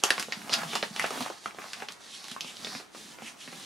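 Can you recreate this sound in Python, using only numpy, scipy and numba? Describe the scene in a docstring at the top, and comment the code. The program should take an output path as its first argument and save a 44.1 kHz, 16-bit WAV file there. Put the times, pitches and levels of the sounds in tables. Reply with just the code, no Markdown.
"""Bending a paper booklet

Hands turn and bend the pages of a thin paper booklet close to two microphones in a small quiet room.
Creases snap as short noise bursts; sliding sheets hiss and rustle as shaped noise with scattered clicks.
The page stack flaps as low noise and thumps with a few low modes; taut patches of paper ring hollow.
The room answers the paper with a short tail of dense reflections, over a faint steady air noise."""
import sys
import numpy as np
from scipy import signal
from scipy.fft import rfft, irfft
from scipy.io import wavfile
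from scipy.ndimage import uniform_filter1d
from numba import njit

SR = 44100
rng = np.random.default_rng(int(sys.argv[2]) if len(sys.argv) > 2 else 0)


def volts_from_decibels(level):
    """Turn decibel levels (scalar or array-like) into linear amplitude factors."""
    exponent = np.asarray(level, float) / 20
    return 10 ** exponent


def transcribe(signal):
    """Save signal, clipped to [-1, 1], as a 16-bit WAV file at the path in sys.argv[1]."""
    frames = np.atleast_2d(signal).T
    limited = np.clip(frames, -1, 1)
    pcm = np.round(limited * 32767).astype(np.int16)
    wavfile.write(sys.argv[1], SR, pcm)


N = 160965  # length in samples

# tone of the background air: f/Hz, relative level/dB
AIR_TONE = [(45,14),(100,0),(400,1.5),(1500,-9),(4000,-10.5),(8000,-37),(16000,-42)]
# pushes that make the page stack thump: t/s, level/dB before each push gets its own mix
STACK_THUMPS = [(0.033, -37), (0.102, -43), (0.18, -40), (0.277, -38.5), (0.368, -40), (0.441, -43.5),
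                (0.515, -33.5), (0.906, -35.5), (1.034, -45), (1.205, -29), (1.459, -40), (2.313, -38),
                (2.444, -39.5), (2.623, -40.5), (2.667, -39), (2.749, -36), (3.106, -47), (3.219, -38),
                (3.477, -41)]
# low modes of the page stack before each push varies them: f/Hz, relative level/dB, time to fall 60 dB/s
STACK_MODES = [(160, -10, .05), (228, 0, .07), (393, -10, .035)]
# taut patches of paper that ring hollow: t/s, level/dB, centre f/Hz
HOLLOW_RINGS = [(.106,-16,1690),(.323,-24,1886),(.757,-27,1020),(.829,-26.5,580),(.835,-27.5,1710),(.997,-22,1960),(1.043,-26,688),(1.263,-32,835),(1.459,-29.5,1330),(1.585,-37.5,725),(1.824,-33.5,850),(2.364,-32.5,1050),(2.647,-29.5,3530)]
# one broad bend of the whole stack: start t/s, length/s, level/dB before flutter, from f/Hz, to f/Hz
STACK_BEND = (.565, .14, -43, 250, 148)
# sheets sliding: t/s, hiss level/dB before flicker, resonance of the curled page f/Hz
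SHEET_SLIDES = [(0,-50,3500),(.035,-65,3500),(.06,-47,3560),(.169,-45.5,3470),(.199,-44.5,4500),(.24,-50,3800),(.288,-50,3570),(.454,-53,3650),(.485,-54,4400),(.515,-39.5,3970),(.535,-27.5,5140),(.575,-49,4450),(.639,-54.5,2940),(.7,-41.5,3500),(.758,-39,2930),(.794,-45.5,2930),(.872,-50,2950),(.924,-52,4730),(1.007,-37.5,2450),(1.086,-47,3650),(1.221,-45,3250),(1.284,-48.5,3150),(1.402,-55.5,4670),(1.471,-49.5,3000),(1.531,-60.5,3120),(1.69,-49.5,4270),(1.819,-52,3720),(1.87,-56.5,3550),(1.93,-52,4140),(1.98,-63.5,4000),(2.015,-54.5,3970),(2.147,-44.5,3430),(2.218,-53,4550),(2.314,-44,3360),(2.392,-62.5,3470),(2.47,-44,2780),(2.55,-50.5,3520),(2.603,-51,4000),(2.647,-43.5,4440),(2.78,-44.5,4440),(2.84,-61.5,4060),(2.907,-67,3900),(2.953,-51.5,4230),(3.007,-50,3550),(3.13,-52,3380),(3.18,-68,3100),(3.235,-50.5,2840),(3.279,-38.5,2400),(3.31,-51,2700),(3.358,-63.5,2770),(3.424,-44,2960),(3.47,-50.5,3900),(3.65,-49,3400)]
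# booklet bending: t/s, mid rustle level/dB, low flapping level/dB, both before flicker
BOOKLET_BENDS = [(0.0, -88, -50), (0.018, -54, -68), (0.049, -37, -56), (0.156, -43.5, -51),
                 (0.198, -42, -36), (0.259, -61, -57), (0.341, -45.5, -50), (0.432, -51, -53),
                 (0.589, -37.5, -44), (0.691, -49, -47), (0.751, -39, -43.5), (0.801, -53, -51),
                 (0.841, -43, -52), (0.895, -57, -60), (1.007, -36.5, -46.5), (1.082, -46, -50),
                 (1.217, -44.5, -40.5), (1.28, -39, -58), (1.398, -61, -75), (1.469, -50, -56),
                 (1.546, -58.5, -68), (1.599, -48, -54), (1.708, -52.5, -61), (1.825, -47, -56),
                 (1.863, -61, -70), (1.905, -51, -56), (1.983, -59, -76), (2.337, -53, -54.5),
                 (2.374, -55.5, -57), (2.594, -57.5, -51), (2.663, -47.5, -48), (2.778, -49, -53),
                 (2.907, -68, -76), (2.963, -59.5, -52), (3.082, -60, -52.5), (3.237, -53.5, -51),
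                 (3.364, -58.5, -60), (3.65, -55, -51)]
# tone of the sliding hiss: f/Hz, relative level/dB
HISS_TONE = [(900,-35.5),(1700,6),(3000,4.5),(6000,8.5),(8200,3.5),(10500,4),(13000,-10),(16000,-21)]
# tone of the mid rustle: f/Hz, relative level/dB
RUSTLE_TONE = [(250,-24),(450,-15),(700,2.5),(1300,1),(2200,-4),(4000,-16.5)]
# tone of the low flapping: f/Hz, relative level/dB
FLAP_TONE = [(40,2),(100,-8.5),(160,-1.5),(228,3.5),(300,0.5),(400,-6),(800,-16)]
# creases snapping: t/s, then the peak level/dB in each of the four bands below
CREASE_SNAPS = [(0.0284, -36, -72, -37, -61), (0.037, -12.5, -15, -8, -7), (0.1046, -15.5, -9, -8, -12.5),
                (0.1795, -24, -18.5, -23, -49), (0.1972, -36, -23, -18, -17), (0.202, -44, -33, -25, -32),
                (0.226, -38, -22, -19.5, -22.5), (0.2842, -31.5, -44, -57, -54),
                (0.3224, -43, -18.5, -19, -35), (0.417, -58, -34, -44, -45.0),
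                (0.4946, -29, -25, -21.5, -48), (0.5259, -31, -23, -25, -32),
                (0.5323, -29.5, -22, -9.5, -23), (0.538, -55, -20, -10, -15), (0.6327, -24, -29, -28, -48),
                (0.7329, -24.5, -22.5, -23, -33), (0.7538, -23, -19, -16, -19.5),
                (0.7591, -23, -43, -20, -23), (0.8269, -30, -17.5, -14, -43), (0.9624, -35, -24, -21, -25),
                (0.9954, -55, -16, -21, -21.5), (1.0238, -40, -37, -23.5, -41),
                (1.0415, -21.5, -17.5, -26, -43), (1.0631, -42, -43, -27, -24.5),
                (1.106, -24.5, -28, -29, -27.5), (1.1568, -29.5, -48, -44, -46),
                (1.1749, -25, -28, -37, -45), (1.2064, -23.5, -30, -24, -28),
                (1.2242, -41, -27.5, -23, -36), (1.2608, -25.5, -32, -38.0, -47), (1.3, -25, -35, -36, -48),
                (1.4583, -26, -23.5, -31, -35), (1.5081, -45, -33.5, -46, -58),
                (1.5462, -35.5, -54, -39.5, -58), (1.5863, -30, -27.5, -39, -56),
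                (1.6185, -59, -32.5, -48, -56), (1.6415, -29.5, -39, -50, -51),
                (1.7328, -49, -27, -20.5, -28), (1.8024, -57, -32, -32, -47),
                (1.8216, -30, -25.5, -34, -47.0), (1.886, -40, -26.5, -22.5, -36.5),
                (1.9217, -47, -41, -29.5, -28), (2.242, -43, -57, -30, -32.5),
                (2.2828, -43.5, -33, -30.5, -29.5), (2.3146, -57, -35, -30, -30.5),
                (2.3644, -47, -34, -47, -54), (2.4078, -53, -31, -16.5, -26), (2.4453, -35, -39, -31, -55),
                (2.5688, -60, -54, -28, -48), (2.6466, -37, -37, -29, -50), (2.6698, -34, -29, -34, -52),
                (2.75, -31, -25.5, -29, -53), (2.7993, -37.5, -34.5, -42, -61),
                (2.9475, -35.5, -35.5, -50, -46), (3.186, -38.5, -34, -39, -58),
                (3.2209, -34.5, -36, -42, -45), (3.4764, -39, -30.5, -48, -48),
                (3.5266, -37, -37.5, -51, -55)]
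# bands of a snap: low f/Hz, high f/Hz
CREASE_BANDS = [(330, 1250), (1250, 2700), (2700, 5500), (5500, 12000)]


def unit(x):
    """Scales a sound to rms 1."""
    return x / np.sqrt(np.mean(x ** 2))


def colour(x, points):
    """Gives x the tone drawn by (f/Hz, level/dB) points, then scales it to rms 1."""
    points = np.array(points, float)
    hz = np.maximum(np.fft.rfftfreq(N, 1 / SR), 1)
    level_db = np.interp(np.log(hz), np.log(points[:, 0]), points[:, 1])
    return unit(irfft(rfft(x) * volts_from_decibels(level_db), N))


def filtered(x, order, hz, kind):
    """Smooth filter: lets through the part of x that hz and kind describe."""
    return signal.sosfilt(signal.butter(order, hz, kind, fs=SR, output="sos"), x)


def decay(t, t60_s):
    """Fading that falls 60 dB in t60_s."""
    return np.exp(-np.log(1000) * t / t60_s)


def ring(hz, t60_s):
    """One decaying mode: a sine that fades, cut off at 0.12 s."""
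    t = np.arange(int(.12 * SR)) / SR
    return np.sin(2 * np.pi * hz * t) * decay(t, t60_s)


def add(track, start_s, x):
    """Mixes x into the track from start_s on."""
    i = int(start_s * SR)
    track[i:i + len(x)] += x[:N - i]


def walk(rate_hz):
    """Random levels, each held 1 / rate_hz seconds, smoothed twice and scaled to rms 1."""
    hold = int(SR / rate_hz)
    steps = np.repeat(rng.standard_normal(N // 50), hold)[:N]
    return unit(uniform_filter1d(uniform_filter1d(steps, hold), hold))


def grains(per_s, spread_db):
    """Clicks at random moments with random sign: many small ones, few large ones."""
    present = rng.random(N) < per_s / SR
    size = np.minimum(rng.exponential(size=N), 4)
    sign = np.sign(rng.standard_normal(N))
    return unit(present * sign * volts_from_decibels(spread_db * size))


def curves(table):
    """Joins table rows by straight lines over time, one curve for each column after t/s."""
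    rows = np.array(table, float)
    t = np.arange(N) / SR
    return [np.interp(t, rows[:, 0], column) for column in rows.T[1:]]


@njit
def moving_resonance(x, hz, width):
    """Band-pass whose centre follows hz; width is bandwidth / centre."""
    y, band_state, low_state = np.empty(len(x)), 0., 0.
    for i in range(len(x)):
        g = np.tan(np.pi * hz[i] / SR)
        v = (band_state + g * (x[i] - low_state)) / (1 + g * (g + width))
        band_state = 2 * v - band_state
        low_state += 2 * g * v
        y[i] = width * v
    return y


def air():
    """Steady shaped noise, drawn separately for each side."""
    level_db = -54
    noise = [colour(rng.standard_normal(N), AIR_TONE) for _ in range(2)]
    return volts_from_decibels(level_db) * np.array(noise)


def room(x):
    """Dense reflections as fading noise after a short gap, with a separate decay for the treble."""
    level_db, side_db, gap_s = -5, -0.5, 0.001
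    low_t60_s, treble_t60_s = 0.16, 0.19
    renew_s = .2  # a fresh random reflection tail fades in this often, so no room tone persists
    t, hop = np.arange(int(.3 * SR)) / SR, int(renew_s * SR)
    wet = np.zeros((2, N + 3 * hop + len(t)))
    x = np.pad(x, (hop, 2 * hop))
    for i in range(0, N + hop, hop):
        noise = rng.standard_normal((2, len(t)))
        low = filtered(noise, 1, 2500, "low")
        tail = low * decay(t, low_t60_s) + (noise - low) * decay(t, treble_t60_s)
        tail = tail * np.clip(t / gap_s - 1, 0, 1)
        tail = tail / np.sqrt(np.sum(tail[0] ** 2))
        part = x[None, i:i + 2 * hop] * np.hanning(2 * hop)  # neighbouring pieces crossfade
        part = signal.fftconvolve(part, tail, axes=1)
        wet[:, i:i + part.shape[1]] += part
    mid, side = wet[:, hop:hop + N]
    side = filtered(side, 1, [352, 3000], "band")  # band in which the room differs left to right
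    return volts_from_decibels(level_db) * (mid + volts_from_decibels(side_db) * side * np.array([[1], [-1]]))


def thumps():
    """Soft pushes ring the low modes of the page stack, each with its own mix and tuning."""
    mode_spread_db, tuning_spread = 2, .05  # tuning as a share of the mode frequency
    out = np.zeros(N)
    variation = rng.standard_normal((len(STACK_THUMPS), len(STACK_MODES), 2))
    push = np.hanning(110)  # about 2.5 ms
    for (start_s, db), push_variation in zip(STACK_THUMPS, variation):
        body = 0
        for (hz, mode_db, t60_s), (louder, higher) in zip(STACK_MODES, push_variation):
            mode = ring(hz * (1 + tuning_spread * higher), t60_s)
            body = body + volts_from_decibels(mode_db + mode_spread_db * louder) * mode
        body = np.convolve(body, push / push.sum())
        add(out, start_s, volts_from_decibels(db) * filtered(body, 3, [118, 960], "band"))
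    return out


def hollow_rings():
    """Each taut patch rings as a loose cluster of four fading modes."""
    t60_s, spread = .03, .1  # spread as a share of the centre frequency
    out = np.zeros(N)
    detune = rng.uniform(-spread, spread, (len(HOLLOW_RINGS), 4))
    for (start_s, db, hz), shifts in zip(HOLLOW_RINGS, detune):
        cluster = sum(ring(hz * (1 + shift), t60_s) for shift in shifts) / 2
        add(out, start_s, volts_from_decibels(db) * cluster)
    return out


def stack_bend():
    """The bending stack gives one tone that glides down, swelling and fading with a fluttering level."""
    flutter_db = 7.6
    out = np.zeros(N)
    start_s, length_s, db, from_hz, to_hz = STACK_BEND
    progress = np.arange(int(length_s * SR)) / (length_s * SR)
    hz = to_hz + (from_hz - to_hz) * (1 - progress) ** 2
    tone = np.sin(2 * np.pi * np.cumsum(hz) / SR)
    level = volts_from_decibels(db + flutter_db * walk(63)[:len(progress)])
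    add(out, start_s, level * np.sin(np.pi * progress) * tone)
    return out


def sliding_hiss():
    """Paper fibres hiss; the louder the hiss, the more of it passes through the curled page's resonance."""
    curl_width = .65  # width / centre
    curl_even_db, curl_slope = -41.5, .8  # hiss level for equal parts; dB gained per dB of hiss
    hiss_db, curl_hz = curves(SHEET_SLIDES)
    fibres = unit(rng.standard_normal(N) + volts_from_decibels(-3) * grains(1800, 3.3))
    curl = volts_from_decibels(curl_slope * (hiss_db - curl_even_db))
    resonance = moving_resonance(fibres, curl_hz, curl_width)
    resonance = unit(moving_resonance(resonance, curl_hz, curl_width))
    hiss = (colour(fibres, HISS_TONE) + curl * resonance) / np.sqrt(1 + curl ** 2)
    return hiss * volts_from_decibels(hiss_db + .8 * walk(30.13))


def bending():
    """Small creases crackle in the mids while the stack flaps as low noise; both levels flicker."""
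    mid_db, low_db = curves(BOOKLET_BENDS)
    creases = rng.standard_normal(N) + volts_from_decibels(-1) * grains(400, 3)
    rustle = colour(creases, RUSTLE_TONE) * volts_from_decibels(mid_db + 2 * walk(39.99))
    flapping = colour(rng.standard_normal(N), FLAP_TONE) * volts_from_decibels(low_db + 2.5 * walk(13))
    return rustle + flapping


def slide():
    """Sheets slide and bend together."""
    return sliding_hiss() + bending()


def snaps():
    """Each crease gives a burst of about a millisecond with a click in it; the sheet rattles on briefly."""
    rise_s, click = .00025, 2.5  # click size relative to the burst noise
    rattle_db, rattle_t60_s = -12, 0.091
    out, t = np.zeros(N), np.arange(3000) / SR
    burst = t / rise_s * np.exp(1 - t / rise_s)
    shape = burst + volts_from_decibels(rattle_db) * decay(t, rattle_t60_s)
    noise = rng.standard_normal((len(CREASE_SNAPS), len(t))) * shape
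    noise[:, int(rise_s * SR)] += click * np.sign(noise[:, 0])
    for k, (low_hz, high_hz) in enumerate(CREASE_BANDS):
        for row, part in zip(CREASE_SNAPS, filtered(noise, 3, [low_hz, high_hz], "band")):
            add(out, row[0], volts_from_decibels(row[k + 1]) * part / np.abs(part).max())
    return out


def scene():
    """Places the paper sounds in stereo, then adds the room's answer and the air."""
    left_minus_right_db = -1.6
    wide, wide_top, wide_top_hz = 0.19, 0.53, 8200  # extra left-right difference above wide_top_hz
    paper = snaps() + hollow_rings() + stack_bend() + thumps() + slide()
    other = slide()  # a second, unrelated sliding sound makes the two sides differ
    top = filtered(other, 2, wide_top_hz, "high")
    difference = (wide * other + wide_top * top) * np.array([[1], [-1]])
    pan = volts_from_decibels(np.array([[left_minus_right_db], [-left_minus_right_db]]) / 2)
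    return (paper + difference) * pan + room(paper) + air()


def roll_off(x):
    """The treble ends steeply here."""
    return signal.sosfilt(signal.butter(12, 16470, fs=SR, output="sos"), x)


def record(dry):
    """The microphones lose deep bass and high treble; a steep filter then cuts the very top."""
    x = filtered(dry, 3, 118.5, "high")
    x = filtered(x, 2, 10460, "low")
    x = signal.sosfilt(signal.ellip(8, .2, 60, 15700, fs=SR, output="sos"), x)
    return roll_off(x)


dry = scene()
out = record(dry)
transcribe(out)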